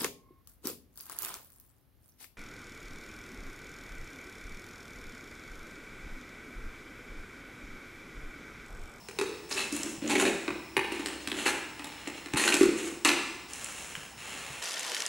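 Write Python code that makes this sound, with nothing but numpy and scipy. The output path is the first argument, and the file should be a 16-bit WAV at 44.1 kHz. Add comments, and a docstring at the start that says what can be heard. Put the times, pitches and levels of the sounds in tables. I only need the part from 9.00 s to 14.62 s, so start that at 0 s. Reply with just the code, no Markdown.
"""Bare, echoing room with a concrete floor: a puppy pushes an empty plastic jar about.
Knocks: noise cracks through the ringing wall, plus a decaying hollow note of the air inside;
the note shifts from knock to knock as the muzzle covers the mouth.
Slides, rasps and rubs: random grit clicks, filtered and swelling. Small clicks, some wet, some the
crackle of the thin wall: pitched noise snaps. Paw pats: dull noise puffs. Behind: air noise, hum, whine."""
import sys
import numpy as np
from scipy import signal
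from scipy.io import wavfile
from scipy.ndimage import uniform_filter1d

SR = 44100
rng = np.random.default_rng(int(sys.argv[2]) if len(sys.argv) > 2 else 0)


def master(y):
    """Save y as 16-bit WAV."""
    cut = np.clip(np.atleast_2d(y).T, -1, 1)
    pcm = np.round(cut * 32767)  # scale
    wavfile.write(sys.argv[1], SR, pcm.astype(np.int16))


N = 247821


def amp(db):
    """dB to linear gain."""
    return 10 ** (np.asarray(db) / 20)


def evened(x):
    """Scales to an rms of one."""
    return x / np.sqrt(np.mean(x ** 2) + 1e-20)


def read_spectrum(points, hz):
    """Interpolates a spectrum on a log-frequency axis."""
    point_hz, value = np.transpose(points)
    return np.interp(np.log(hz + 1), np.log(point_hz), value)


def add(mix, start_s, sound):
    """Mixes a sound in at start_s."""
    part = mix[max(round(start_s * SR), 0):][:len(sound)]
    part += sound[:len(part)]


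def colour(x, points, size=4096):
    """Causal minimum-phase filter with the given (Hz, dB) spectrum."""
    log_gain = np.log(amp(read_spectrum(points, abs(np.fft.fftfreq(size, 1 / SR)))))
    taps = np.fft.ifft(np.exp(np.conj(signal.hilbert(log_gain)))).real
    return signal.fftconvolve(x, taps[:size // 2])[:len(x)]


def ring(modes, t):
    """Sum of decaying tones; the level of each sets its energy."""
    out = 0
    for hz, db, t60_s in modes:
        energy_scale = np.sqrt(4 * np.log(1000) / (t60_s * SR))
        out = out + amp(db - 60 * t / t60_s) * np.cos(2 * np.pi * hz * t) * energy_scale
    return out


def judder(depth_db, size=N):
    """Uneven gain of a rim that sticks and slips."""
    wander = uniform_filter1d(rng.standard_normal(size), size=500)
    return amp(depth_db * evened(uniform_filter1d(wander, size=250)))


def grains(per_s, spread_db, smooth, size=N):
    """Grit catching and slipping: clicks of uneven size over smooth friction."""
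    height = amp(spread_db * np.minimum(rng.exponential(1, size), 4)) * rng.choice([-1, 1], size)
    clicks = height * (rng.random(size) < per_s / SR)
    return evened(clicks) + smooth * rng.standard_normal(size)


def stroke(rows, column, skew=0.48, roundness=0.87):
    """Gain of strokes that gather speed and slow in one arch; skew under 1 puts the top early."""
    gain = np.zeros(N)
    for row in rows:
        start_s, length_s = row[:2]
        progress = np.linspace(0, 1, round(length_s * SR))
        arch = abs(np.sin(np.pi * progress ** skew)) ** roundness
        add(gain, start_s, amp(row[column]) * arch)
    return gain


# steady room air: (frequency [Hz], relative density [dB])
AIR_COLOUR = [(20, -41), (35, -20), (55, -16), (170, -12), (500, -22), (950, -17), (1400, -26),
              (2600, -26.5), (4700, -30), (5350, -17.5), (5900, -30.5), (9000, -31), (15000, -42)]


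def background(air_db=-53, hum_hz=64.8, hum_db=-65.5, whine_hz=15666, whine_db=-66,
               swell_top_s=2.143, swell_width_s=0.47, swell_db=7):
    """Steady room air, a thin electric whine and a hum that swells once; levels are rms."""
    t = np.arange(N) / SR
    swell = swell_db * np.exp(-((t - swell_top_s) / swell_width_s) ** 2)
    hum = amp(hum_db + swell) * np.sin(2 * np.pi * hum_hz * t)
    whine = amp(whine_db) * np.sin(2 * np.pi * whine_hz * t)
    air = amp(air_db) * evened(colour(rng.standard_normal(N), AIR_COLOUR))
    return air + np.sqrt(2) * (hum + whine)


# tail decay: (frequency [Hz], t60 [s])
ROOM_DECAY = [(150, 0.93), (350, 0.82), (1000, 0.99), (8000, 0.95), (14000, 0.5)]
# standing waves between the walls: (frequency [Hz], relative level [dB], t60 [s])
STANDING_WAVES = [(223.1, -6, 0.95), (261.3, -7, 0.45), (286.2, -9.5, 0.31), (345, -11, 0.47),
                  (386.3, -9, 0.39)]
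# reflections from step and walls: (delay [s], gain before filtering [ratio])
ECHOES = [(0.0098, 0.57), (0.0239, 1), (0.044, 0.55), (0.0573, 0.33), (0.0786, 1)]


def room(x, tail_db, standing_db=-17, build_s=0.028, smear=0.18, scatter_db=3, scatter_s=0.023):
    """Direct sound, reflections, standing waves and a tail that loses its treble first.
    Long waves bounce back cleanly, so a hollow note flutters; rough concrete smears the short ones."""
    t = np.arange(SR) / SR
    hz, when_s, z = signal.stft(rng.standard_normal(SR), SR, nperseg=256)
    decay = amp(-60 * when_s / read_spectrum(ROOM_DECAY, hz)[:, None])
    tail = signal.istft(z * decay, SR, nperseg=256)[1][:SR]
    tail = colour(tail * (1 - np.exp(-t / build_s)), [(300, 3.5), (5000, -1), (10000, -2.5)])
    response = amp(tail_db) * tail / np.linalg.norm(tail)
    response = response + amp(standing_db) * ring(STANDING_WAVES, t)
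    response[0] += 1  # direct sound

    early_t = t[:SR // 20]
    bounce = colour(signal.unit_impulse(len(early_t)), [(450, -3), (1200, -17)])
    for delay_s, gain in ECHOES:
        burst = rng.standard_normal(len(early_t)) * np.exp(-early_t / (smear * delay_s))
        burst = colour(burst, [(400, -9), (800, 1)])
        scatter = amp(scatter_db) * np.exp(-delay_s / scatter_s) * burst / np.linalg.norm(burst)
        add(response, delay_s, gain * (bounce + scatter))
    return signal.fftconvolve(x, response)[:N]


# soft paw pats on the floor: (time [s], level before trim [dB])
PATS = [(0.976, -42), (1.496, -37), (1.777, -39.5), (3.339, -30), (4.968, -38), (5.498, -42)]
# pat spectrum: (frequency [Hz], relative level [dB])
PAT_COLOUR = [(30, -7), (90, 2), (150, 17), (250, -18), (2000, -91)]


def pats(trim_db=3, t60_s=0.08, rise_s=0.00083):
    """A paw pad lands with a dull, low puff."""
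    out, t = np.zeros(N), np.arange(SR // 5) / SR
    for start_s, db in PATS:
        puff = evened(colour(rng.standard_normal(len(t)), PAT_COLOUR))
        envelope = amp(db + trim_db - 60 * t / t60_s) * (1 - np.exp(-t / rise_s))
        add(out, start_s, envelope * puff)
    return out


# small clicks, some wet, some the crackle of the thin plastic wall:
# (time [s], level before trim [dB], pitch [Hz])
TICKS = [(0.5257, -35, 4800), (0.764, -37.5, 8800), (0.8322, -34.5, 7350), (1.076, -37.5, 6510),
         (1.479, -41.5, 3960), (1.769, -39, 9600), (1.923, -46.5, 8900), (2.273, -35, 3160),
         (2.316, -34, 3440), (3.076, -45, 7200), (4.088, -27, 4240), (4.5337, -39.5, 7450),
         (4.644, -36.5, 7880), (4.952, -36.5, 2400)]


def ticks(trim_db=3, fall_s=0.001):
    """Tiny snaps, each a few milliseconds of noise round its own pitch."""
    out, t = np.zeros(N), np.arange(SR // 40) / SR
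    for start_s, db, hz in TICKS:
        snap = rng.standard_normal(len(t)) * t / fall_s * np.exp(-t / fall_s)
        snap = colour(snap, [(hz / 5, -26), (hz * 0.64, -11), (hz, 0), (hz * 1.31, -10), (hz * 2, -34)])
        onset_rms = np.sqrt(np.mean(snap[:SR // 200] ** 2))
        add(out, start_s, amp(db + trim_db) * snap / onset_rms)
    return out


# jar wall modes before squeeze: (frequency [Hz], relative level [dB], t60 [s])
WALL_MODES = [(838, -8, 0.047), (1890, -36, 0.04), (1810, -14.5, 0.024), (2034, -7, 0.012),
              (2400, -19.5, 0.011), (2625, 1, 0.011)]


def wall(x, ring_db, squeeze=0.07):
    """Thin plastic passes a push at once, then rings a little higher or lower as it is squeezed."""
    t = np.arange(SR // 8) / SR * (1 + squeeze * rng.uniform(-0.83, 1))
    return x + amp(ring_db) * signal.fftconvolve(x, ring(WALL_MODES, t))[:len(x)]


# long licks or rubs on the pinned jar:
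# (start [s], length [s], body before trim [dB], hiss before trim [dB])
RUBS = [(4.48, 0.73, -43.5, -46), (5.17, 0.7, -41.5, -47.5)]
# friction body, shared with slides: (frequency [Hz], relative level [dB])
GRIND_COLOUR = [(80, -18), (400, -0.5), (1000, 0.5), (2600, 4.5), (3200, 0), (4100, -1), (5000, -13.5),
                (16000, -49)]
# fine hiss, shared with slides: (frequency [Hz], relative level [dB])
GRIT_COLOUR = [(1500, -25), (4500, -13.5), (7000, 4.5), (8500, 1), (10000, -1), (11500, -8), (13000, -17),
               (16000, -30)]


def rubs(body_trim_db=-4, hiss_trim_db=-3):
    """Fur and tongue give a much finer friction than concrete."""
    contact = grains(per_s=2800, spread_db=7.0, smooth=0.97)
    body = evened(wall(colour(contact, GRIND_COLOUR), ring_db=-23.5)) * stroke(RUBS, column=2)
    hiss = evened(colour(contact, GRIT_COLOUR)) * stroke(RUBS, column=3)
    return amp(body_trim_db) * body + amp(hiss_trim_db) * hiss


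# shoves over the floor: (start [s], length [s], grind before trim [dB], fine grit before trim [dB],
# drone before trim [dB], hollow note [Hz])
SLIDES = [(0.489, 0.23, -41, -41.5, -44, 393), (0.717, 0.28, -43, -42.5, -41.5, 340),
          (1.016, 0.17, -40.5, -50.5, -34, 327), (1.07, 0.33, -51, -46, -31, 366),
          (1.18, 0.12, -33, -36, -31, 382), (1.91, 0.48, -44.5, -52.5, -46, 327),
          (2.337, 0.29, -39, -44, -40.5, 362), (2.442, 0.077, -37, -39.5, -49, 357),
          (2.769, 0.67, -47, -57, -58, 310), (3.386, 0.29, -35, -35.5, -34, 363),
          (3.759, 0.24, -44.5, -45, -45.5, 315.2)]
# shaken air in the jar: (multiple of hollow note [ratio], relative level [dB])
DRONE_COLOUR = [(0.25, -32), (0.62, -14), (0.8, -6.5), (1, 1), (1.3, -19), (1.6, -9), (2.2, -22), (8, -113)]


def slides(grind_trim_db=-3, grit_trim_db=-3, drone_trim_db=-6):
    """The rim judders over concrete and shakes the wall; coarser bumps shake the air inside."""
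    grip = judder(depth_db=3.5)
    coarse = grains(per_s=500, spread_db=2.2, smooth=0.35)
    fine = grains(per_s=2900, spread_db=0.0, smooth=1.0)
    bumps = grains(per_s=75, spread_db=-0.5, smooth=0)
    grind = evened(wall(colour(coarse * grip, GRIND_COLOUR), ring_db=-26.0)) * stroke(SLIDES, column=2)
    grit = evened(colour(fine * grip, GRIT_COLOUR)) * stroke(SLIDES, column=3)
    drone = np.zeros(N)
    for row in SLIDES:
        hollow_hz = row[5]
        spectrum = [(ratio * hollow_hz, db) for ratio, db in DRONE_COLOUR]
        drone += evened(colour(bumps, spectrum)) * stroke([row], column=4)
    return amp(grind_trim_db) * grind + amp(grit_trim_db) * grit + amp(drone_trim_db) * drone


# rasps of the rim on grit: (start [s], nominal length [s], level before trim [dB], pitch [Hz])
SCRATCHES = [(0.508, 0.023, -40, 5030), (0.561, 0.06, -40, 4000), (0.566, 0.1, -41.5, 2640),
             (1.09, 0.062, -37.5, 806), (1.108, 0.016, -32.5, 2210), (1.151, 0.016, -29, 2240),
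             (1.257, 0.038, -38, 2480), (2.453, 0.04, -31, 1700), (3.366, 0.048, -32, 9500),
             (3.396, 0.015, -33, 1880), (3.435, 0.018, -31, 2390), (3.474, 0.025, -28, 1548),
             (3.522, 0.016, -28.5, 2520), (4.049, 0.02, -25, 2350)]
# broad jar wall spectrum, shared with knocks: (frequency [Hz], relative level [dB])
WALL_COLOUR = [(100, -25), (300, 10.5), (600, -2.5), (850, 5), (1800, 7), (2600, 6), (3200, 0.5), (4200, 6),
               (5000, -3.5), (8000, 1.5), (10500, -4.5), (13000, -15), (16000, -53)]


def scratches(trim_db=-1, fade_db=-12, peak_db=6, peak_ratio=1.47, rise_share=0.14,
              sing_db=-23, sing_t60_s=0.058):
    """The rim catches on grit and chatters; the patch of wall it bends sings at its own pitch."""
    out, t = np.zeros(N), np.arange(SR // 4) / SR
    for start_s, length_s, db, hz in SCRATCHES:
        chatter = grains(per_s=800, spread_db=1.0, smooth=0.3, size=len(t))
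        chatter = chatter * judder(depth_db=2, size=len(t))
        patch = [(hz / peak_ratio, 0), (hz, peak_db), (hz * peak_ratio, 0)]
        rasp = colour(wall(colour(chatter, WALL_COLOUR), ring_db=-18), patch)
        rise = np.minimum(t / (rise_share * length_s), 1)
        rasp = rasp * amp(fade_db * (t / length_s) ** 2) * rise
        singing = signal.fftconvolve(rasp, ring([(hz, 0, sing_t60_s)], t))[:len(t)]
        rasp = rasp + amp(sing_db) * singing
        loudness = np.sqrt(np.sum(rasp ** 2) / (2 * length_s * SR))
        add(out, start_s, amp(db + trim_db) * rasp / loudness)
    return out


# knocks: (time [s], wall before trim [dB], hollow before trim [dB], nominal hollow note [Hz],
# treble against wall [dB])
KNOCKS = [(0.086, -40, -35.5, 430, 1.5), (0.188, -28, -21.5, 377, 0), (0.213, -33, -18, 407, 1.5),
          (0.725, -35.5, -25.5, 303, 25), (0.861, -46, -30, 321, -1), (1.097, -34, -22.5, 290, 0),
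          (1.199, -23.5, -32, 296, -3), (1.253, -26.5, -45, 390, -6), (1.48, -29, -21, 345, -18),
          (1.767, -20.5, -19, 366, -13.5), (1.92, -37, -23, 355, -6), (1.995, -43, -29, 315, -1),
          (2.06, -29.5, -35, 394, 3), (2.275, -33, -27.5, 287, 2), (2.318, -34.5, -28, 344, -3),
          (2.462, -24.5, -27.5, 302, -26), (2.795, -39.5, -36, 308, -9), (2.844, -37.5, -49, 302, 1),
          (3.074, -35, -29, 323, -5.5), (3.26, -39, -34.5, 323, -4), (3.336, -29.5, -21, 303, -6),
          (3.359, -33, -27, 306, -19), (3.542, -21.5, -18, 360, 8.5), (3.61, -28, -5, 354.4, -5),
          (3.631, -29, -19, 368, 6), (4.049, -19.5, -25.5, 355.4, 3.5), (4.06, -25, -22.5, 299, -8),
          (4.092, -20, -21, 362, -2.5)]


def thumps(trim_db=2, t60_s=0.031, swell_s=0.0031, sag=0.013, sag_s=0.0015):
    """Blows pump the air in the jar: a short hollow note sags as the muzzle covers the mouth."""
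    out, t = np.zeros(N), np.arange(SR // 4) / SR
    for start_s, _, db, hz, _ in KNOCKS:
        turns = np.cumsum(hz * (1 + sag * (np.exp(-t / sag_s) - 0.5))) / SR
        envelope = 2 * amp(db + trim_db - 60 * t / t60_s) * (1 - np.exp(-t / swell_s)) ** 2
        add(out, start_s, envelope * np.sin(2 * np.pi * turns))
    return out


def knocks(trim_db=0.0, snap=0.15, snap_s=0.0015, crumple=0.12, crumple_t60_s=0.045):
    """The same blows crack the wall, which buckles briefly."""
    out, t = np.zeros(N), np.arange(SR // 4) / SR
    for start_s, db, _, _, treble_db in KNOCKS:
        buckling = snap * np.exp(-t / snap_s) + crumple * amp(-60 * t / crumple_t60_s)
        push = (t == 0) + rng.standard_normal(len(t)) * buckling
        crack = wall(colour(push, WALL_COLOUR), ring_db=-22.5)
        crack = colour(crack, [(2800, 0), (5200, treble_db)])
        onset_rms = np.sqrt(np.mean(crack[:SR // 200] ** 2))
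        add(out, start_s, amp(db + trim_db) * crack / onset_rms)
    return out


# stereo width: (frequency [Hz], side against mid [dB])
WIDTH = [(3500, -80), (5000, -10), (8000, -16), (13000, -4)]


def scene():
    """Both channels are alike except in the treble, where a random-phase copy adds width."""
    mid = background() + pats()
    mid = mid + room(ticks(), tail_db=-6.5, scatter_db=-2)
    mid = mid + room(rubs() + slides() + scratches(), tail_db=-7.0)
    mid = mid + room(thumps(), tail_db=-5.0) + room(knocks(), tail_db=-4.5)
    z = signal.stft(mid, nperseg=256)[2]
    random_phase = np.exp(2j * np.pi * rng.random(z.shape))
    phase_copy = signal.istft(z * random_phase, nperseg=256)[1][:N]
    side = colour(np.sqrt(2) * phase_copy, WIDTH)
    return np.array([mid + side, mid - side])


def record(dry, edge_hz=15950):
    """Steep linear-phase low-pass: the band limit of the recorder."""
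    taps = signal.firwin(511, edge_hz, window=("kaiser", 9), fs=SR)
    return signal.oaconvolve(dry, taps[None], "same")


dry = scene()
out = record(dry)
master(out)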